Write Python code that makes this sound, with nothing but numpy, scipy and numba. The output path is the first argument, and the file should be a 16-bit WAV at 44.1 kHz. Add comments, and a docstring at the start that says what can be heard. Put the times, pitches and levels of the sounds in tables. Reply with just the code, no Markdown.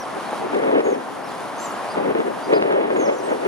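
"""Otters squeaking on a canal bank

Otters squeak some way off: thin arched whistles with an octave overtone, made of gliding sine waves, and a short echo.
Shaped noise makes the distant traffic, the fizz of stirred water and a faint rasping insect; short tones make plops.
Gusts of shaped noise buffet two microphone ports, with thumps and crackles in the strongest.
The recorder's gain control turns everything down under loud gusts and recovers slowly."""
import sys
import numpy as np
from scipy import signal
from scipy.fft import rfft, irfft
from scipy.io import wavfile
from scipy.ndimage import uniform_filter1d
from numba import njit

SR = 44100
rng = np.random.default_rng(int(sys.argv[2]) if len(sys.argv) > 2 else 0)


def inscribe(sig):
    """Save sig as 16-bit PCM at rate SR to the path in sys.argv[1].

    A 1-D sig is mono; a 2-D sig holds one channel per row.
    Samples are clipped to [-1, 1] before scaling.
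    """
    pcm = np.round(np.clip(np.atleast_2d(sig).T, -1, 1) * 32767)
    wavfile.write(sys.argv[1], SR, pcm.astype(np.int16))


N = 153027  # length in samples

# All levels are set ahead of the recorder's gain control. Spectra give only the shape of a sound.
# Pan is left minus right in dB; phase is how far left leads right, in radians.
# Coherence is the share of power common to both ports, 0-1.

# Traffic spectrum: f/Hz, level/dB
TRAFFIC_SPECTRUM = [(30, -42), (60, -29), (120, -14), (200, -7), (340, -6), (450, -5), (600, -2), (730, 0),
                    (1000, -1.5), (1400, -8), (2000, -14.5), (3000, -24)]
# How alike the traffic is at the two ports: f/Hz, coherence [0-1]
TRAFFIC_COHERENCE = [(100, 0.29), (350, 0.4), (700, 1), (1050, 0.58), (1600, 0.81), (3000, 0.41)]
TRAFFIC_DB, TRAFFIC_PAN_DB, TRAFFIC_PHASE = -24, 1, 0.38

# Stirred water spectrum: f/Hz, level/dB
WATER_SPECTRUM = [(1200, -33), (2800, 0), (4000, -1.5), (6000, -5.5), (7500, -10.5), (8700, -12.5),
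                  (9500, -4.5), (10150, -6), (11200, -13.5), (12500, -20), (15500, -29)]
# Rise and fall of the water, before its flicker: t/s, level/dB
WATER_LEVEL = [(0, -41.5), (.35, -40.5), (.7, -43.5), (1.05, -39.5), (1.45, -39.5), (1.9, -43), (2.2, -42),
               (2.45, -40), (2.8, -43), (3.46, -39)]
WATER_PAN_DB, WATER_PHASE, WATER_COHERENCE, WATER_FLICKER_DB = -1.5, 0.78, 0.59, 1.1
# Droplets: average count, mean extra level, level of all droplets against the hiss, decay time
DROPS_PER_S, DROP_SPREAD_DB, DROP_DB, DROP_DECAY_S = 900, 2.2, -9, 0.0005

# Insect rasps: start t/s, length/s
RASPS = [(1.02, .55), (2.02, .48)]
# Insect spectrum: f/Hz, level/dB
INSECT_SPECTRUM = [(11300, -30), (12150, -4), (12400, 0), (12700, -4), (13400, -28)]
INSECT_DB, RASP_FADE_S = -62, 0.06

# Small plops in the canal: start t/s, pitch f/Hz, level/dB before the low cut
PLOPS = [(.330, 780, -6.5), (.336, 800, -10), (1.889, 680, -10)]
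PLOP_DECAY_S, PLOP_PHASE, PLOP_LOW_CUT_HZ = 0.0007, 0.5, 350

# Strength of the wind on the ports, before buffeting: t/s, level/dB
GUSTS = [(0.0, -75), (0.1, -52), (0.18, -32), (0.2, -56), (0.34, -38.5), (0.37, -51), (0.45, -30),
         (0.48, -41), (0.54, -25), (0.66, -20), (0.81, -16), (0.82, -27.5), (0.86, -17), (0.95, -21.5),
         (1.05, -39.5), (1.94, -49.5), (1.975, -23), (2.12, -23.5), (2.14, -34), (2.155, -20.5),
         (2.19, -21.5), (2.21, -22), (2.24, -33), (2.27, -21.5), (2.32, -32.5), (2.45, -41), (2.53, -12.5),
         (2.59, -18), (2.81, -17), (2.89, -25.5), (2.91, -19.5), (3.1, -18), (3.18, -32), (3.23, -23.5),
         (3.25, -28.5), (3.32, -18), (3.39, -34), (3.41, -28.5), (3.46, -19)]
BUFFET_DB, BUFFET_RATE_HZ = 1.3, 70
# Phase between the ports for wind: f/Hz, left lead [rad]
WIND_PHASE = [(60, 1.6), (170, 0.84), (340, 1.45), (700, 2.48), (2200, 2.49)]
# Roar spectrum: f/Hz, level/dB
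ROAR_SPECTRUM = [(30, -60), (60, -79), (100, -32), (150, -28.5), (260, -9), (400, -0.5), (520, -0.5),
                 (680, -7), (900, -17.5), (1400, -25), (2300, -35.5), (3500, -58)]
# The roar's level is added to the gust strength
ROAR_DB, WIND_PAN_DB, WIND_COHERENCE = 8, 2.5, 0.98
# Light-air rumble spectrum: f/Hz, level/dB
BREEZE_SPECTRUM = [(30, -52), (60, -43), (120, -18), (200, -1), (290, 2.5), (420, -19), (700, -11)]
# Change in the rumble beyond what the gusts give it: t/s, level/dB
RUMBLE_CHANGE = [(0, 0), (.5, 0.5), (.7, -3), (1.05, 0), (1.92, -2.5), (1.97, 6), (2.2, 4.5), (2.45, 0.5),
                 (2.8, -1), (3.46, -2.5)]
# Rough upper band torn off by strong gusts: f/Hz, level/dB
TEAR_SPECTRUM = [(300, -39), (700, 7.5), (1200, -4), (2000, -5.5), (3500, -18), (6000, -54), (15000, -47)]
# Rumble and tear levels apply at this reference gust strength; growth is dB per dB of gust
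GUST_REF_DB = -30.5
BREEZE_DB, BREEZE_GROWTH, BREEZE_PAN_DB, BREEZE_COHERENCE = -33, 0.35, 8, 0.19
TEAR_DB, TEAR_GROWTH, TEAR_PAN_DB = -36, 1.25, -1.8
TEAR_ROUGH_DB, TEAR_RATE_HZ = 2.3, 160
# Single eddies that thump the ports: centre t/s, peak level/dB before the treble cut and pan
THUMPS = [(.7155, 0), (1.9595, -7), (1.982, -3), (2.151, 2), (2.204, 2), (2.5348, 3), (2.6247, 9),
          (2.66, -1), (2.7252, 2), (2.905, 1)]
THUMP_HZ, THUMP_TOP_HZ = 520, 3000

# Sharp crackles in the strongest gusts: start t/s, starting level/dB
CRACKLES = [(.547, -19), (.59, -25), (.637, -22), (.783, -22), (.794, -20), (.806, -20), (2.535, -13),
            (2.612, -19), (2.6243, -14), (2.7245, -18)]
# Crackle spectrum: f/Hz, level/dB
CRACKLE_SPECTRUM = [(500, -30), (1200, 0), (2000, -1), (3200, -7), (6000, -20)]
CRACKLE_DECAY_S = 0.0025

# Otter squeaks: start t/s, rise/s, hold/s, fall/s, start f/Hz, top f/Hz, end of hold f/Hz, end f/Hz,
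# level/dB (at the top pitch), overtone level/dB (against the whistle, before its fade with pitch),
# swell with pitch [dB per octave], roughness [0-1], echo level/dB (against the squeak)
SQUEAKS = [ (-.04, .02, .025, .045, 5200, 6000, 5950, 4100, -40, -15, 10, .6, -9),
           (.243, .024, .005, .048, 3100, 4400, 4350, 3100, -47, -24, 8, .8, -7),
           (.835, .008, .062, .06, 6600, 6650, 6600, 3800, -41, -14, 14, 1, -6),
           (1.217, .039, .006, .066, 3500, 5550, 5450, 3000, -50, -12, -8, .8, -10),
           (1.575, .062, .002, .05, 6000, 7520, 7480, 6300, -36.5, -22, 42, .8, -7),
           (1.578, .005, .09, .018, 6250, 6280, 6020, 5400, -40.5, -12, 70, .2, -11),
           (1.655, .005, .025, .045, 7300, 7300, 6600, 4000, -45, -4, 3, .8, -9),
           (1.885, .03, .003, .035, 3700, 4900, 4880, 3600, -43, -16, 10, 1, -8),
           (2.42, .03, .012, .025, 4300, 4850, 4830, 4500, -45.5, -19, 12, 1, -9),
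           (2.425, .024, .006, .022, 5400, 6100, 6080, 5500, -50.5, -20, 12, .6, -9),
           (2.521, .035, .002, .04, 2900, 4980, 4960, 3200, -32.5, -27, 19, .6, -12),
           (2.538, .021, .003, .028, 2900, 4300, 4280, 2900, -41, -32, 0, .6, -12),
           (2.96, .018, .006, .022, 6100, 6850, 6800, 6400, -42.5, -25, 10, .8, -9),
           (2.987, .005, .04, .066, 6430, 6430, 6330, 3000, -37, -27, 15, 1, -2),
           (3.115, .012, .035, .04, 7000, 7450, 7100, 5900, -46.5, -9, 14, .9, -6),
           (3.148, .037, .005, .032, 5200, 6050, 6020, 3500, -44.5, -22, -5, .9, -10),
           (3.215, .034, .015, .03, 6600, 8250, 8120, 7400, -42.5, -25, 45, .9, -9),
           (3.29, .01, .008, .044, 6700, 6750, 6550, 3800, -51, -14, -8, .9, -10)]
FALL_CURVE = 1.7  # the drop in pitch steepens as this power of time
# Size and rate of the wobbles at full roughness
WAVER_FRACTION, WAVER_RATE_HZ, FLUTTER_DB, FLUTTER_RATE_HZ = 0.014, 600, 3.2, 230
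OVERTONE_FADE_DB_PER_KHZ, OVERTONE_REF_HZ = 3.5, 11000  # the overtone weakens as its pitch climbs
ATTACK_S, RELEASE_S = 0.009, 0.01
OTTER_PAN_DB, OTTER_PHASE = -1.4, 0.35
ECHO_T60_S, ECHO_DELAY_S = 0.58, 0.012  # time to sink by 60 dB, wait before the echo

# Gain control: threshold, ratio, how fast it reacts and recovers, loudness it starts from
LIMIT_DB, LIMIT_RATIO, LIMIT_ATTACK_S, LIMIT_RELEASE_S = -25, 1.56, 0.011, 0.49
LIMIT_START_DB = -10.5
TOP_HZ = 15700


def undb(db):
    """Turn decibels into a gain."""
    return 10 ** (np.asarray(db) / 20)


def unit(x):
    """Scale to an rms (average strength) of 1."""
    return x / np.sqrt(np.mean(x ** 2))


def curve(rows):
    """Join (s, value) rows by straight lines."""
    return np.interp(np.arange(N) / SR, *np.array(rows, float).T)


def by_hz(rows):
    """Join (Hz, value) rows along a log-frequency axis."""
    hz, value = np.array(rows, float).T
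    return np.interp(np.log(np.fft.rfftfreq(N, 1 / SR) + 1), np.log(hz + 1), value)


def colour(x, rows):
    """Shape a sound by a spectrum, falling steeply above its last point; rms 1."""
    above = np.maximum(np.fft.rfftfreq(N, 1 / SR) / rows[-1][0], 1)
    gain = undb(by_hz(rows)) / above ** 4
    return unit(irfft(rfft(x) * gain, N))


def walk(rate_hz):
    """Random wander of rms 1, made by smoothing noise twice; a higher rate is quicker."""
    k = max(int(SR / rate_hz), 1)
    return unit(uniform_filter1d(uniform_filter1d(rng.standard_normal(N), k), k))


def noise_pair(coherence):
    """Left and right noise that share a part."""
    shared, left, right = rfft(rng.standard_normal((3, N)))
    c = np.clip(coherence, 0, 1)
    return irfft(np.sqrt(c) * shared + np.sqrt(1 - c) * np.array([left, right]), N)


def ports(x, pan_db, phase):
    """Set the level and phase difference between the two microphone ports."""
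    side = np.array([[0.5], [-0.5]])
    return irfft(rfft(x) * undb(side * pan_db) * np.exp(1j * side * phase), N)


@njit
def follow(x, attack, release, e):
    """Follow loudness with separate rising and sinking speeds, starting from e."""
    out = np.empty(len(x))
    for i in range(len(x)):
        e += (x[i] - e) * (attack if x[i] > e else release)
        out[i] = e
    return out


def traffic():
    """Far roads blend into a steady roar that wavers only slightly."""
    roar = colour(noise_pair(by_hz(TRAFFIC_COHERENCE)), TRAFFIC_SPECTRUM)
    swell = undb(0.35 * walk(7))
    return ports(roar, TRAFFIC_PAN_DB, TRAFFIC_PHASE) * undb(TRAFFIC_DB) * swell


def water():
    """Stirred water hisses as steady noise, with droplets as tiny fading noise bursts."""
    t = np.arange(N) / SR
    hiss = colour(noise_pair(WATER_COHERENCE), WATER_SPECTRUM)
    falls = rng.random(N) < DROPS_PER_S / SR
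    extra_db = DROP_SPREAD_DB * np.minimum(rng.exponential(size=N), 5)
    ticks = falls * undb(extra_db) * rng.standard_normal(N)
    burst = rng.standard_normal(N) * np.exp(-t / DROP_DECAY_S)
    drops = colour(signal.fftconvolve(ticks, burst)[:N], WATER_SPECTRUM)
    stirred = ports(hiss + undb(DROP_DB) * drops, WATER_PAN_DB, WATER_PHASE)
    return stirred * undb(curve(WATER_LEVEL) + WATER_FLICKER_DB * walk(18))


def insect():
    """A thin rasp of very high, narrow noise fades in and out."""
    t = np.arange(N) / SR
    singing = np.zeros(N)
    for start, length in RASPS:
        from_nearest_end = np.minimum(t - start, start + length - t)
        singing += np.clip(from_nearest_end / RASP_FADE_S, 0, 1)
    return colour(noise_pair(0.5), INSECT_SPECTRUM) * singing * undb(INSECT_DB)


def plops():
    """Each plop is a short sine tone that dies away within milliseconds."""
    out = np.zeros(N)
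    for start, hz, db in PLOPS:
        u = np.maximum(np.arange(N) / SR - start, 0)
        fade = (1 + u / PLOP_DECAY_S) * np.exp(-u / PLOP_DECAY_S)
        out += undb(db) * np.sin(2 * np.pi * hz * u) * fade
    low_cut = signal.butter(2, PLOP_LOW_CUT_HZ, "high", fs=SR, output="sos")
    return ports(signal.sosfilt(low_cut, out), 0, PLOP_PHASE)


def eddy_thumps():
    """Each eddy gives one smooth pressure dip with a small rise on both sides."""
    out = np.zeros(N)
    for centre, db in THUMPS:
        u = 2 * np.pi * THUMP_HZ * np.abs(np.arange(N) / SR - centre)
        out -= undb(db) * (1 - u) * np.exp(-u)
    return signal.sosfilt(signal.butter(2, THUMP_TOP_HZ, fs=SR, output="sos"), out)


def wind():
    """Light air rumbles low; gusts roar in the ports, and the strongest tear and thump."""
    gust_db = curve(GUSTS) + BUFFET_DB * walk(BUFFET_RATE_HZ)
    over_ref_db = gust_db - GUST_REF_DB
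    breeze_db = BREEZE_DB + curve(RUMBLE_CHANGE) + BREEZE_GROWTH * over_ref_db
    breeze = colour(noise_pair(BREEZE_COHERENCE), BREEZE_SPECTRUM) * undb(breeze_db)
    roar = colour(noise_pair(WIND_COHERENCE), ROAR_SPECTRUM) * undb(gust_db + ROAR_DB)
    tear_db = TEAR_DB + TEAR_GROWTH * over_ref_db + TEAR_ROUGH_DB * walk(TEAR_RATE_HZ)
    tear = colour(noise_pair(WIND_COHERENCE), TEAR_SPECTRUM) * undb(tear_db)
    phase = by_hz(WIND_PHASE)
    low = ports(breeze, BREEZE_PAN_DB, phase)
    middle = ports(roar + eddy_thumps(), WIND_PAN_DB, phase)
    return low + middle + ports(tear, TEAR_PAN_DB, phase)


def crackles():
    """Torn air at the ports makes noise bursts that start at once and die very quickly."""
    t = np.arange(N) / SR
    bursts = np.zeros(N)
    for start, db in CRACKLES:
        bursts += undb(db) * (t >= start) * np.exp(-np.abs(t - start) / CRACKLE_DECAY_S)
    noise = colour(rng.standard_normal(N), CRACKLE_SPECTRUM)
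    return ports(noise * bursts, 0, by_hz(WIND_PHASE))


def bank_echo(sent):
    """The banks return a spray of reflections, modelled as noise that dies away."""
    t = np.arange(N) / SR
    fade = np.exp(-np.log(1000) * t / ECHO_T60_S) * (t > ECHO_DELAY_S)
    tail = rng.standard_normal((2, N)) * fade
    return signal.fftconvolve(sent[None], unit(tail) / np.sqrt(N), axes=1)[:, :N]


def otters():
    """Each squeak's pitch moves to a top, holds and drops away, some clean and some rough."""
    t, voice, sent = np.arange(N) / SR, np.zeros(N), np.zeros(N)
    for (start, rise, hold, fall, from_hz, top_hz, held_hz, end_hz,
         db, overtone_db, swell_db, rough, echo_db) in SQUEAKS:
        waver, flutter = rough * walk(WAVER_RATE_HZ), rough * walk(FLUTTER_RATE_HZ)
        length = rise + hold + fall
        on = (t >= start) & (t < start + length)
        u = t[on] - start
        hz = (top_hz + (from_hz - top_hz) * np.clip(1 - u / rise, 0, 1) ** 2
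              + (held_hz - top_hz) * np.clip((u - rise) / hold, 0, 1)
              + (end_hz - held_hz) * np.clip((u - rise - hold) / fall, 0, 1) ** FALL_CURVE)
        # Adding up the pitch over time gives the position within the wave
        phase = 2 * np.pi * np.cumsum(hz * (1 + WAVER_FRACTION * waver[on])) / SR
        envelope = np.clip(u / ATTACK_S, 0, 1) * np.clip((length - u) / RELEASE_S, 0, 1)
        whistle = undb(swell_db * np.log2(hz / top_hz)) * np.sin(phase)
        overtone_fade_db = OVERTONE_FADE_DB_PER_KHZ * (2 * hz - OVERTONE_REF_HZ) / 1000
        overtone = undb(overtone_db - overtone_fade_db) * np.sin(2 * phase)
        level = np.sqrt(2) * undb(db + FLUTTER_DB * flutter[on])  # root 2: level is rms
        squeak = envelope * level * (whistle + overtone)
        voice[on] += squeak
        sent[on] += undb(echo_db) * squeak
    return ports(voice, OTTER_PAN_DB, OTTER_PHASE) + bank_echo(sent)


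def scene():
    """Add the otters, wind, crackles, traffic, water, plops and insect together."""
    return otters() + wind() + crackles() + traffic() + water() + plops() + insect()


def record(dry):
    """Gain control ducks loud moments and recovers slowly; then the top is cut."""
    peak = np.abs(dry).max(axis=0)  # the louder port steers both
    attack, release = 1 / (LIMIT_ATTACK_S * SR), 1 / (LIMIT_RELEASE_S * SR)
    loudness = follow(peak, attack, release, float(undb(LIMIT_START_DB)))
    gain = np.maximum(loudness / undb(LIMIT_DB), 1) ** (1 / LIMIT_RATIO - 1)
    top_cut = signal.ellip(10, 0.2, 80, TOP_HZ, fs=SR, output="sos")
    return signal.sosfilt(top_cut, dry * gain)


dry = scene()
out = record(dry)
inscribe(out)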